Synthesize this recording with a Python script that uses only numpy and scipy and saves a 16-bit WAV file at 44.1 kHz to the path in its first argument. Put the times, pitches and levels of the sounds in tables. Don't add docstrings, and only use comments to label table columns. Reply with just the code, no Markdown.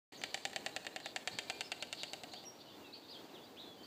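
import sys
import numpy as np
from scipy import signal
from scipy.fft import rfft, irfft, next_fast_len
from scipy.io import wavfile

SR = 44100
rng = np.random.default_rng(int(sys.argv[2]) if len(sys.argv) > 2 else 0)


def inscribe(sig):
    pcm = np.round(np.clip(np.atleast_2d(sig).T, -1, 1) * 32767)
    wavfile.write(sys.argv[1], SR, pcm.astype(np.int16))


N = 170226

# frequency in Hz, relative level in dB.
RUSH_SPECTRUM = [(20, -44), (42, -37), (65, -19.5), (100, -8), (180, -4.5), (290, 2), (480, -2),
                 (800, -4.5), (1200, -12.5), (2200, -17), (4500, -17), (5400, -22.5), (7500, -24),
                 (9500, -33), (12000, -29), (15000, -24.5)]
# time in seconds, relative level in dB.
CHATTER_CONTOUR = [(.12, -51), (.3, -52.5), (.45, -53), (.72, -65), (.98, -74), (1.07, -48), (1.22, -81),
                   (1.34, -50), (1.68, -54), (1.9, -60.5), (2.01, -45.5), (2.24, -60.5), (2.35, -52),
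                   (2.43, -57.5), (2.5, -79), (2.59, -56), (2.8, -66), (3.17, -54), (3.38, -72),
                   (3.86, -64)]
# frequency in Hz, relative level in dB.
CHATTER_SPECTRUM = [(1800, -38), (2600, -8), (3300, -1), (4700, 6), (5200, -13.5), (7000, -23), (9500, -31)]
BUMP_SPECTRUM = [(40, -25), (100, -3), (190, 0), (330, -22), (800, -2), (1200, -22), (2000, -14),
                 (5000, -22), (12000, -45)]
# frequency in Hz, time to fall 60 dB (T60) in seconds.
YARD_DECAY = [(300, .5), (2000, 0.71), (4500, 0.32), (9000, 0.7)]
# frequency in Hz, relative level in dB.
YARD_SPECTRUM = [(300, 5.5), (800, -2.5), (2000, -4.5), (4000, -1), (8000, -0.5), (14000, 1)]
# start and length in seconds, first, middle and last
# pitch in Hz, relative level in dB.
CHIRP_NOTES = [(.17, 0.043, 6900, 6300, 6070, -60), (.725, .035, 4100, 4000, 3930, -60),
               (1.025, .03, 3740, 4400, 4550, -60), (1.04, .04, 4000, 3700, 3370, -54),
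               (1.31, 0.038, 3970, 4470, 5060, -54), (1.345, 0.026, 4180, 4530, 4800, -59),
               (1.515, .03, 4230, 4450, 4650, -66), (1.63, 0.057, 4900, 5240, 4940, -59),
               (1.798, 0.036, 3790, 4300, 4440, -53.5), (1.97, 0.033, 4000, 4790, 4420, -53.5),
               (1.99, 0.063, 4200, 3650, 3110, -56), (2.075, 0.051, 4700, 4600, 4430, -54),
               (2.315, 0.042, 3930, 4510, 4700, -54.5), (2.315, 0.021, 6280, 6730, 7000, -64),
               (2.355, 0.031, 3075, 3350, 3670, -55.5), (2.68, 0.044, 3980, 3550, 3280, -64),
               (2.925, 0.033, 3690, 4450, 4950, -53), (2.945, 0.028, 4010, 4500, 4780, -57),
               (3.095, 0.034, 4080, 4890, 4430, -50.5), (3.115, .045, 4380, 3650, 3390, -55),
               (3.145, 0.042, 3080, 3200, 3240, -56.5), (3.283, .028, 3350, 2800, 2500, -67.5),
               (3.335, 0.051, 4030, 3340, 2670, -58), (3.435, .02, 4470, 4680, 4630, -58),
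               (3.565, 0.074, 2290, 3860, 3260, -54), (3.585, .04, 3540, 4150, 3770, -68),
               (3.78, 0.016, 4630, 4750, 4500, -62), (3.83, 0.025, 4300, 4700, 4600, -55.5)]
WHISTLE_NOTES = [(1.44, 0.17, 2290, 2404, 2352, -62), (2.45, 0.049, 5800, 5624, 5640, -49.5),
                 (2.805, 0.17, 2950, 2586, 2534, -65), (3.63, .13, 3520, 3420, 3300, -61.5),
                 (3.77, 0.13, 3080, 3120, 3230, -64)]
# frequency in Hz, relative dB.
FIRST_CONTACT = [(150, -26), (700, -0.5), (1200, -5), (1900, -13), (2700, -1), (4500, 0), (5300, -7),
                 (7400, -7), (8400, -10), (9400, -19.5), (11500, -29), (14500, -32)]
SECOND_CONTACT = [(150, -21.5), (700, 1), (1200, -9), (1900, 4), (2700, 0), (3700, -3), (4700, -15.5),
                  (5400, -19.5), (7400, -6.5), (9200, -21.5), (14000, -30.5)]
NEST_SPECTRUM = [(150, -21.5), (450, -6.5), (700, 4.5), (1130, -21.5), (1600, -3), (2800, 4), (4600, -6),
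                 (5300, -16.5), (7800, -9.5), (9300, -23), (14000, -31)]
# frequency in Hz, relative level in dB, T60 in seconds.
BILL_MODES = [(1379, -6.5, 0.06), (1576, -5.5, 0.14), (1787, -6, 0.065), (1902, 4, 0.063),
              (2065, -23.5, 0.019), (2574, -4, 0.039), (2773, -4, 0.041), (2900, -4.5, 0.073),
              (3130, -30, .04), (3678, 4.5, 0.055), (4410, 16, 0.01), (4640, 5, 0.049)]
# multiple of its pitch, relative level in dB, T60 in seconds.
POUCH_MODES = [(.885, -4, .055), (1.045, 0, 0.059)]
# time in seconds, gain in dB.
RING_CONTOUR = [(.24, -5.5), (.7, 0.5), (1.05, -5), (1.3, 2), (1.7, 2.5), (2.0, 1), (2.3, -5)]
# start in seconds, level in dB.
BILL_TICKS = [(0.2157, -25), (0.3758, -26), (0.5319, -24.5), (0.6923, -30.5), (.8487, -25.5), (1.0017, -28)]
# start in seconds, level, pouch gain and brightness in dB, pouch pitch in Hz.
BILL_CLACKS = [(0.2373, -12, -13, -0.5, 770), (0.3441, -12, -1, 4, 762), (0.4524, -11.5, 1.5, 3, 755),
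               (0.5612, -12, 1.6, 1, 747), (0.6627, -12.5, -0.8, 1, 759), (0.7637, -13.5, 0.5, 1.5, 720),
               (0.8667, -15, 3, -2.3, 680), (0.9615, -15.5, 4.5, -1.5, 720), (1.0593, -16.3, 3, -0.5, 763),
               (1.1616, -11.5, -6, -0.5, 746), (1.2745, -10.5, -1.1, 0, 703), (1.3873, -11, 0.5, -0.2, 697),
               (1.499, -11.5, -3, -0.3, 747), (1.6084, -12, -9, 0, 710), (1.7184, -11, -10, -3.5, 700),
               (1.8249, -13, 2, -1, 690), (1.9278, -14.5, -1, 2, 672), (2.0334, -15, 1, 2.1, 700),
               (2.1338, -17.3, 3.5, 3.5, 744), (2.2355, -21.5, 6, 1, 704), (2.3364, -25, 9, 2, 708),
               (2.439, -33, 13, -1, 736)]

OPENING_S = 0.12
CHIRP_FLUTTER, WHISTLE_FLUTTER = 0.025, 0.0017


def amp(db):
    return 10 ** (np.asarray(db) / 20)


def unit_energy(x):
    return x / np.sqrt(np.sum(x ** 2) + 1e-20)


def unit_rms(x):
    return unit_energy(x) * np.sqrt(len(x))


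def at_frequency(curve, hz):
    known_hz, values = np.transpose(curve)
    return np.interp(np.log(hz + 1), np.log(known_hz), values)


def at_each_sample(contour):
    return np.interp(np.arange(N) / SR, *np.transpose(contour))


def add(mix, start_s, sound):
    part = mix[max(round(start_s * SR), 0):][:len(sound)]
    part += sound[:len(part)]


def wander(size, cutoff_hz):
    padded = 2 * next_fast_len(size // 2 + 1)
    hz = np.fft.rfftfreq(padded, 1 / SR)
    return unit_rms(irfft(rfft(rng.standard_normal(padded)) / (1 + (hz / cutoff_hz) ** 4)))[:size]


def noise(spectrum):
    gain = amp(at_frequency(spectrum, np.fft.rfftfreq(N, 1 / SR)))
    return unit_rms(irfft(rfft(rng.standard_normal(N)) * gain, N))


def outdoor_rush():
    return noise(RUSH_SPECTRUM) * amp(-57 + 1.12 * wander(N, cutoff_hz=7.6))


def far_sparrows():
    level_db = at_each_sample(CHATTER_CONTOUR) - 7.5
    return noise(CHATTER_SPECTRUM) * amp(level_db + 3.2 * wander(N, cutoff_hz=23))


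def yard_reverb(source, crossfade_s=0.1097, echoes_per_s=2500, grain_db=4.5):
    out, turn = np.zeros(N), np.arange(N) / SR / crossfade_s
    for k in range(4):
        echoes = rng.standard_normal(SR) * amp(grain_db * rng.standard_normal(SR))
        echoes *= rng.random(SR) < echoes_per_s / SR
        hz, t, bands = signal.stft(echoes, SR, nperseg=256)
        colour_db = at_frequency(YARD_SPECTRUM, hz)[:, None]
        decay_db = 60 * t / at_frequency(YARD_DECAY, hz)[:, None]
        build_up = np.minimum(t / 0.023, 1)
        _, response = signal.istft(bands * amp(colour_db - decay_db) * build_up, SR, nperseg=256)
        share = np.sqrt(np.maximum(1 - abs((turn + k) % 4 - 2), 0))
        out += signal.fftconvolve(source * share, unit_energy(response))[:N]
    return out


def low_bump(start_s=1.331, attack_s=0.002, t60=0.24):
    t = np.maximum(np.arange(N) / SR - start_s, 0)
    return noise(BUMP_SPECTRUM) * np.minimum(t / attack_s, 1) * amp(-53 - 60 * t / t60)


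def bird_notes(notes, flutter_depth):
    out, flutter = np.zeros(N), wander(N + SR, cutoff_hz=450)
    for start_s, length_s, *pitches_hz, level_db in notes:
        progress = np.linspace(0, 1, int(length_s * SR))
        glide_hz = np.polyval(np.polyfit([0, .5, 1], pitches_hz, 2), progress)
        deviation = flutter_depth * length_s / 0.037 * flutter[int(start_s * SR):][:len(progress)]
        phase = 2 * np.pi * np.cumsum(glide_hz * (1 + deviation)) / SR
        tone = np.sin(phase) + amp(-28.5) * np.sin(2 * phase)
        envelope = np.sqrt(progress * (1 - progress))
        add(out, start_s, amp(level_db) * unit_rms(envelope * tone))
    return out


def far_twitter(notes_per_s=14, low_hz=2887, high_hz=4680, glide=0.16):
    notes = []
    for when, length, pitch, first, last, faintness in rng.random((int(notes_per_s * N / SR), 6)):
        hz = low_hz + pitch * (high_hz - low_hz)
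        first_hz = hz * (1 + glide * (.5 - 2 * first))
        last_hz = hz * (1 + glide * (.5 - 2 * last))
        notes.append((when * N / SR, 0.0203 + 0.029 * length, first_hz, hz, last_hz, -63.5 - 5 * faintness))
    return bird_notes(notes, CHIRP_FLUTTER)


def small_birds(foliage_t60=0.083, wall_delay_s=0.022):
    song = bird_notes(CHIRP_NOTES, CHIRP_FLUTTER) + bird_notes(WHISTLE_NOTES, WHISTLE_FLUTTER)
    song += far_twitter()
    t = np.arange(SR // 4) / SR
    reflections = amp(-3.5) * unit_energy(rng.standard_normal(len(t)) * amp(-60 * t / foliage_t60))
    add(reflections, wall_delay_s, amp([-14]))
    return amp(-3) * (song + signal.fftconvolve(song, reflections)[:N])


def impact(spectrum, bright_db):
    hz = np.fft.rfftfreq(2048, 1 / SR)
    gain = amp(at_frequency(spectrum, hz))
    treble_shelf = amp(bright_db * at_frequency([(2500, 0.086), (5000, 0.94)], hz))
    gain = gain / np.linalg.norm(irfft(gain)) * treble_shelf
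    log_gain = np.log(np.r_[gain, gain[-2:0:-1]])
    return np.fft.ifft(np.exp(np.conj(signal.hilbert(log_gain)))).real


def modal_ring(modes, t, tuning=1, detune_spread=0.0049, strike_spread_db=3.5):
    out = np.zeros(len(t))
    for (frequency, db, t60), (detune, strike) in zip(modes, rng.standard_normal((len(modes), 2))):
        hz = frequency * tuning * (1 + detune_spread * detune)
        out += amp(db + strike_spread_db * strike - 60 * t / t60) * np.sin(2 * np.pi * hz * t)
    return unit_energy(out)


def nest_scatter(start_s, t, bright_db, twig_paths, pose_s=0.36, t60=0.044):
    pose_weights = np.exp(-(np.arange(len(twig_paths)) - start_s / pose_s) ** 2)
    response = (pose_weights @ twig_paths) * amp(-60 * t / t60)
    return unit_energy(signal.fftconvolve(response, impact(NEST_SPECTRUM, bright_db)))


def clack(twig_paths, start_s, level_db, pouch_db=0, bright_db=0, pouch_hz=770):
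    t = np.arange(twig_paths.shape[1]) / SR
    out = np.zeros(len(t))
    gap_s = 0.001341 * (1 + .05 * rng.standard_normal())
    second_contact = impact(SECOND_CONTACT, bright_db)
    add(out, 0, amp(-3.5) * impact(FIRST_CONTACT, bright_db))
    add(out, gap_s, amp(-4.5) * second_contact)
    add(out, gap_s + .0052, amp(-15.5) * second_contact)
    add(out, gap_s, amp(-8.5) * modal_ring(BILL_MODES, t))
    add(out, 0, amp(pouch_db - 7.5) * modal_ring(POUCH_MODES, t, tuning=pouch_hz))
    add(out, gap_s, amp(-2.5) * nest_scatter(start_s, t, bright_db, twig_paths))
    return amp(level_db) * out


def stork(ring_hz=2700, ring_width_hz=220, low_cut_hz=86):
    roll, twig_paths = np.zeros(N), rng.standard_normal((8, 4096))
    early_clack = (.04, -8)
    for row in BILL_CLACKS + BILL_TICKS + [early_clack]:
        add(roll, row[0], clack(twig_paths, *row))
    main_ring = signal.lfilter(*signal.iirpeak(ring_hz, ring_hz / ring_width_hz, SR), roll)
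    roll += (amp(at_each_sample(RING_CONTOUR)) - 1) * main_ring
    return signal.sosfilt(signal.butter(2, low_cut_hz, "high", fs=SR, output="sos"), roll)


def scene():
    bill, birds = stork(), small_birds()
    direct = bill + birds + low_bump() + far_sparrows() + outdoor_rush()
    return (direct + yard_reverb(amp(-9) * bill + amp(-5) * birds))[None]


def record(dry):
    fade_in = np.clip((np.arange(N) / SR - OPENING_S) / 0.0043, 0, 1)
    low_pass = signal.firwin(401, 15500, window=("kaiser", 7), fs=SR)
    return signal.oaconvolve(dry * fade_in, low_pass[None], "same")


dry = scene()
out = record(dry)
inscribe(out)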